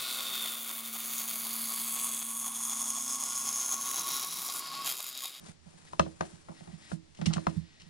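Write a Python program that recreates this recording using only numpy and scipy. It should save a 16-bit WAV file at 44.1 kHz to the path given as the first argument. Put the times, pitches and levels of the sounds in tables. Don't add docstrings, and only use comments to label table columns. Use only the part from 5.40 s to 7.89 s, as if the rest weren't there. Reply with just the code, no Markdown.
import sys
import numpy as np
from scipy import signal
from scipy.fft import rfft, irfft, next_fast_len
from scipy.io import wavfile

SR = 44100
rng = np.random.default_rng(int(sys.argv[2]) if len(sys.argv) > 2 else 0)


def wrap_up_sound(samples):
    columns = np.atleast_2d(samples).T
    tamed = np.clip(columns, -1, 1)
    steps = np.round(tamed * 32767).astype(np.int16)
    wavfile.write(sys.argv[1], SR, steps)


N = 109941
T = np.arange(N) / SR


def from_db(db):
    return 10 ** (np.asarray(db) / 20)


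def at_hz(points, hz, axis=1):
    p = np.array(points)
    return np.interp(np.log(np.maximum(hz, 1)), np.log(p[:, 0]), p[:, axis])


def colour(x, spectrum):
    hz = np.fft.rfftfreq(x.shape[-1], 1 / SR)
    return irfft(rfft(x) * from_db(at_hz(spectrum, hz)), x.shape[-1])


def rms_one(x):
    return x / x.std()


def ring(t, hz, t60):
    return np.sin(2 * np.pi * hz * t) * np.exp(-np.log(1000) * t / t60)


def add(out, s, x):
    i = max(int(s * SR), 0)
    out[..., i:i + x.shape[-1]] += x[..., :N - i]


def widen(three, apart):
    return rms_one(three[0] + apart * three[1:])


def friction(per_s, size_db, spectrum, apart):
    shape = (3, N)
    happens = rng.random(shape) < per_s / SR
    strength = rng.standard_normal(shape)
    unevenness = from_db(size_db * np.minimum(rng.exponential(1, shape), 4))
    return widen(colour(happens * strength * unevenness, spectrum), apart)


# frequency in Hz, relative level in dB.
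ROOM_TONE = [(25, 11), (45, -12), (80, 15), (105, 6.5), (160, 9.5), (250, 1.5), (600, -7), (1300, -11),
             (1900, -9), (2500, -12), (4500, -10.5), (7500, -15), (11000, -25.5)]
ROOM_TONE_DB, TONE_APART = -60.5, 2.35


def room_tone():
    tone = widen(colour(rng.standard_normal((3, N)), ROOM_TONE), TONE_APART)
    return from_db(ROOM_TONE_DB) * tone


# frequency in Hz, relative echo level in dB, decay by 60 dB in seconds.
ROOM = [(127, -14.5, 0.083), (302, -8, 0.31), (550, -23, 0.12), (1600, -19.5, 0.093), (4000, -12, 0.24),
        (9000, -8.5, 0.14)]
ROOM_DELAY_S = 0.0081


def room(x):
    t, response = T[:SR // 2], 0
    edges = np.geomspace(60, 12000, 9)
    for low, high in zip(edges, edges[1:]):
        hz = np.sqrt(low * high)
        fade = (t > ROOM_DELAY_S) * np.exp(-np.log(1000) * t / at_hz(ROOM, hz, axis=2))
        noise = rng.standard_normal((2, len(t))) * fade
        band_pass = signal.butter(2, [low, high], "band", fs=SR, output="sos")
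        band = signal.sosfilt(band_pass, noise)
        response = response + band * from_db(at_hz(ROOM, hz)) / np.linalg.norm(fade)
    return signal.fftconvolve(x, response, axes=1)[:, :N]


# middle in seconds, level in dB,
# Gaussian half length (standard deviation) in seconds.
RUBS = [(0.479, -59, 0.01), (1.187, -61.5, 0.029), (1.331, -63, .03), (1.458, -57, 0.037),
        (1.918, -56.5, 0.064), (2.295, -64, 0.24)]
# frequency in Hz, relative level in dB.
RUB = [(200, -22.5), (1000, -8.5), (1700, 0), (1890, 10.5), (2100, 3), (2600, 1), (4000, 2), (5400, -1),
       (7000, -11.5), (11000, -30.5)]


def rubs():
    level = sum(from_db(db) * np.exp(-.5 * ((T - s) / half) ** 2) for s, db, half in RUBS)
    return level * friction(12000, size_db=0.5, spectrum=RUB, apart=0.27)


# time in seconds, level in dB before flicker.
SLIDING = [(0, -60.5), (.075, -52), (.12, -55.5), (.17, -101), (.23, -72), (.28, -62), (.47, -59),
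           (.56, -58.5), (.76, -61.5), (.87, -53), (1.03, -63.5), (1.17, -59.5), (1.37, -60.5), (1.47, -58),
           (1.535, -49), (1.59, -84), (1.78, -63), (1.91, -55.5), (2.03, -57.5), (2.15, -57), (2.3, -80.5),
           (2.49, -69)]
# frequency in Hz, relative level in dB.
SLIDE = [(40, -29), (170, 9.5), (400, 0.5), (1000, 0.5), (2000, -5), (3500, -7), (5200, -6.5), (7000, -5.5),
         (11000, -9.5)]
SLIDE_GRAINS_PER_S, SLIDE_FLICKER_DB, SLIDE_APART = 5000, 2, 1


def sliding():
    slow = signal.butter(2, 30, fs=SR, output="sos")
    flicker = rms_one(signal.sosfilt(slow, rng.standard_normal(N)))
    level = np.interp(T, *np.transpose(SLIDING)) + SLIDE_FLICKER_DB * flicker
    return from_db(level) * friction(SLIDE_GRAINS_PER_S, size_db=1.5, spectrum=SLIDE, apart=SLIDE_APART)


# start in seconds, level in dB, hold in seconds,
# exponential decay time in seconds.
RASPS = [(1.748, -53.5, 0.0026, 0.0056), (1.772, -58.5, .015, .008), (1.858, -28.5, 0.0056, .009),
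         (1.931, -34.5, 0.001, 0.0023), (1.936, -28.5, 0.0012, .006), (2.091, -54, 0.0069, 0.0088),
         (2.399, -55.5, 0.018, 0.015)]
# frequency in Hz, relative level in dB.
RASP = [(200, 4.5), (800, -9.5), (1100, -2.5), (1550, -9), (2000, 0.5), (2400, -2.5), (2900, 5.5),
        (3550, -3.5), (4200, 0), (4800, -3.5), (5400, 0), (7000, -6.5), (11000, -17)]
RASP_GRAINS_PER_S, RASP_APART = 7700, 0.68


def rasps():
    level = sum(from_db(db) * (T >= s) * np.exp(-np.maximum(T - s - hold, 0) / decay)
                for s, db, hold, decay in RASPS)
    return level * friction(RASP_GRAINS_PER_S, size_db=4.5, spectrum=RASP, apart=RASP_APART)


# frequency in Hz, relative level in dB.
SCUFF = [(120, -33), (230, -14), (330, 13), (450, -3), (700, 6.5), (1100, -8), (2000, -14.5), (6000, -28)]
# start in seconds, boom level in dB,
# contact in seconds, extra level of the deepest mode in dB, scuff level in dB.
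BUMPS = [(0.024, -47, 0.0028, -8, -54), (0.082, -41.5, 0.0037, -7.5, -59.5),
         (0.259, -44.5, 0.0026, -5.5, -53), (0.337, -53, 0.0014, 0, -62), (0.418, -52.5, 0.0033, -1.5, -60),
         (0.531, -49, 0.0012, -3, -49), (0.595, -25, 0.0011, 10, -39.5), (0.658, -33.5, 0.0034, -13.5, -43),
         (0.807, -34.5, 0.0016, 8, -31), (0.926, -45.5, 0.0026, 7.5, -80), (1.091, -38.5, 0.0027, 0, -48),
         (1.208, -40, 0.004, -3, -49.5), (1.275, -40.5, 0.0036, 6.5, -44), (1.327, -34, 0.0039, -16.5, -62),
         (1.523, -26.5, 0.003, -17, -58.5), (1.79, -37, 0.0011, -15, -46), (1.815, -27.5, 0.0016, -8, -42),
         (1.866, -16, 0.0033, -1, -41), (1.89, -23, .004, -27, -64), (1.96, -22.5, .003, 0, -38),
         (2.068, -23.5, 0.0027, 1.5, -35.5), (2.163, -17, 0.0053, 0.5, -69), (2.42, -52.5, .003, 0, -68),
         (2.458, -49, .003, -12, -80)]
SCUFF_DECAY_S, SCUFF_GRAINS_PER_S = 0.019, 2100


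def scuffs():
    level = sum(from_db(db) * (T >= s) * np.exp(-np.maximum(T - s, 0) / SCUFF_DECAY_S)
                for s, _, _, _, db in BUMPS)
    return level * friction(SCUFF_GRAINS_PER_S, size_db=2.0, spectrum=SCUFF, apart=0.13)


# frequency in Hz, relative level in dB, decay by 60 dB in seconds.
TABLE = [(78.9, -14, 0.29), (129.6, -9.5, 0.11), (161.55, 4, 0.12), (186.4, 3.5, 0.062), (209, -2, 0.07),
         (320, -10.5, 0.41)]
LOW_CUT_HZ = 56


def bumps():
    out, t = np.zeros(N), T[:SR // 2]
    for s, db, contact_s, deep_db, _ in BUMPS:
        push = np.sin(np.pi * np.minimum(t / contact_s, 1))
        boom = 0
        for k, (hz, level, t60) in enumerate(TABLE):
            sign = (-1) ** min(k, 3)
            boom = boom + sign * from_db(level + deep_db * (k == 0)) * ring(t, hz, t60)
        add(out, s, from_db(db) * signal.fftconvolve(push / push.sum(), boom)[:len(t)])
    return signal.sosfilt(signal.butter(2, LOW_CUT_HZ, "high", fs=SR, output="sos"), out)


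# frequency in Hz, relative level in dB, decay by 60 dB in seconds.
BOX = [(490, -10, 0.03), (537, -5, 0.074), (642, -2.5, 0.088), (705, -8, 0.083), (860, -11, 0.081),
       (1010, 0, 0.044), (1440, -1, .035), (1538, -2, 0.019), (1965, -5.5, 0.0084), (2588, -7.5, 0.029),
       (3222, -29, 0.052), (4170, -17, 0.044), (5330, -12.5, 0.016), (6240, -8, 0.016)]
# frequency in Hz, relative level in dB,
# decay by 60 dB in seconds.
HOLLOW = [(326, -37.5, 0.51), (337, -35, .55), (444, -31.5, .28), (532, -24, .15)]
# frequency in Hz, relative level in dB.
CRACK = [(40, -43), (100, -44), (280, 2.5), (700, 2.5), (1400, 7), (2500, -16), (3500, -16), (5200, -20.5),
         (7500, -29), (11000, -35.5)]
# start in seconds, level in dB, hollow low end in dB, upper middle in dB,
# treble in dB, exponential decay of the crack in seconds.
KNOCKS = [(0.5331, -35.5, -8.5, -23, -8, 0.0062), (0.595, -14, -1, -3, 0, 0.0045),
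          (0.6634, -46, 11, -5.5, -12, .005), (0.8087, -29, 4, 2, 3, .004),
          (1.086, -46, 5, -5.5, -10, 0.0059), (1.108, -51.5, 2, -16, -27, 0.021),
          (1.517, -39.5, 6, 4.5, -3, 0.0018), (1.814, -43, 4, -0.5, 10, 0.0093),
          (1.906, -42.5, -3, -9, -18, 0.024), (1.9685, -39, -6, 2, -3, 0.0026),
          (1.9797, -33.5, 2, -2, -5, 0.0042), (2.0685, -16.5, -7, -13, -10.5, 0.0039)]
CRACK_DB, CRACK_APART, CRACK_RISE_S = 4.5, 0.85, 0.000067
BOX_DB, MODE_SCATTER_DB = -4, 1
KNOCK_FOCUS_HZ = 996
SLAP_HZ, SLAP_T60_S, SLAP_DB = 1060, 0.0046, 4


def knocks():
    out, t = np.zeros((2, N)), T[:SR // 2]
    hollow = sum(from_db(level) * ring(t, hz, t60) for hz, level, t60 in HOLLOW)
    slap = from_db(SLAP_DB) * ring(t, SLAP_HZ, SLAP_T60_S)
    for s, db, low_db, upper_db, treble_db, decay_s in KNOCKS:
        tone = [(650, low_db), (KNOCK_FOCUS_HZ, 0), (1500, upper_db), (2400, treble_db)]
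        scatter = rng.normal(0, MODE_SCATTER_DB, (len(BOX), 2, 1))
        panels = 0
        for k, (hz, level, t60) in enumerate(BOX):
            gain = from_db(BOX_DB + level + scatter[k] + at_hz(tone, hz))
            panels = panels + (-1) ** (k // 2) * gain * ring(t, hz, t60)
        noise = widen(colour(rng.standard_normal((3, len(t))), CRACK), CRACK_APART)
        envelope = np.exp(-t / decay_s) * (1 - np.exp(-t / CRACK_RISE_S))
        crack = from_db(CRACK_DB) * colour(noise, tone) * envelope
        add(out, s, from_db(db) * (slap + panels + crack + from_db(low_db) * hollow))
    return out


def scene():
    direct = knocks() + bumps() + scuffs() + rasps() + sliding() + rubs()
    background = room_tone()
    return direct + room(direct) + background


# frequency in Hz, left minus right level in dB,
# phase by which left leads in radians.
PORTS = [(60.3, -15, 0.17), (160.3, -20, 0.43), (268, -4.5, 2.38), (429, 1, 3.1), (626, 4, 4.17),
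         (1020, 7, 3.87), (1590, 7, 4.61), (2800, 4, 4.74), (5200, 0, 5.7), (6340, 4.5, 8.85),
         (9500, 11, 7)]
CUTOFF_HZ = 10600


def record(dry):
    size = next_fast_len(N + SR // 4)
    hz = np.fft.rfftfreq(size, 1 / SR)
    gains = from_db(np.outer([.5, -.5], at_hz(PORTS, hz)))
    gains = gains / np.sqrt(np.mean(gains ** 2, axis=0))
    phases = np.outer([0, -1], at_hz(PORTS, hz, axis=2))
    heard = irfft(rfft(dry, size) * gains * np.exp(1j * phases), size)[:, :N]
    low_pass = signal.ellip(12, .2, 70, CUTOFF_HZ, fs=SR, output="sos")
    return signal.sosfilt(low_pass, heard)


dry = scene()
out = record(dry)
wrap_up_sound(out)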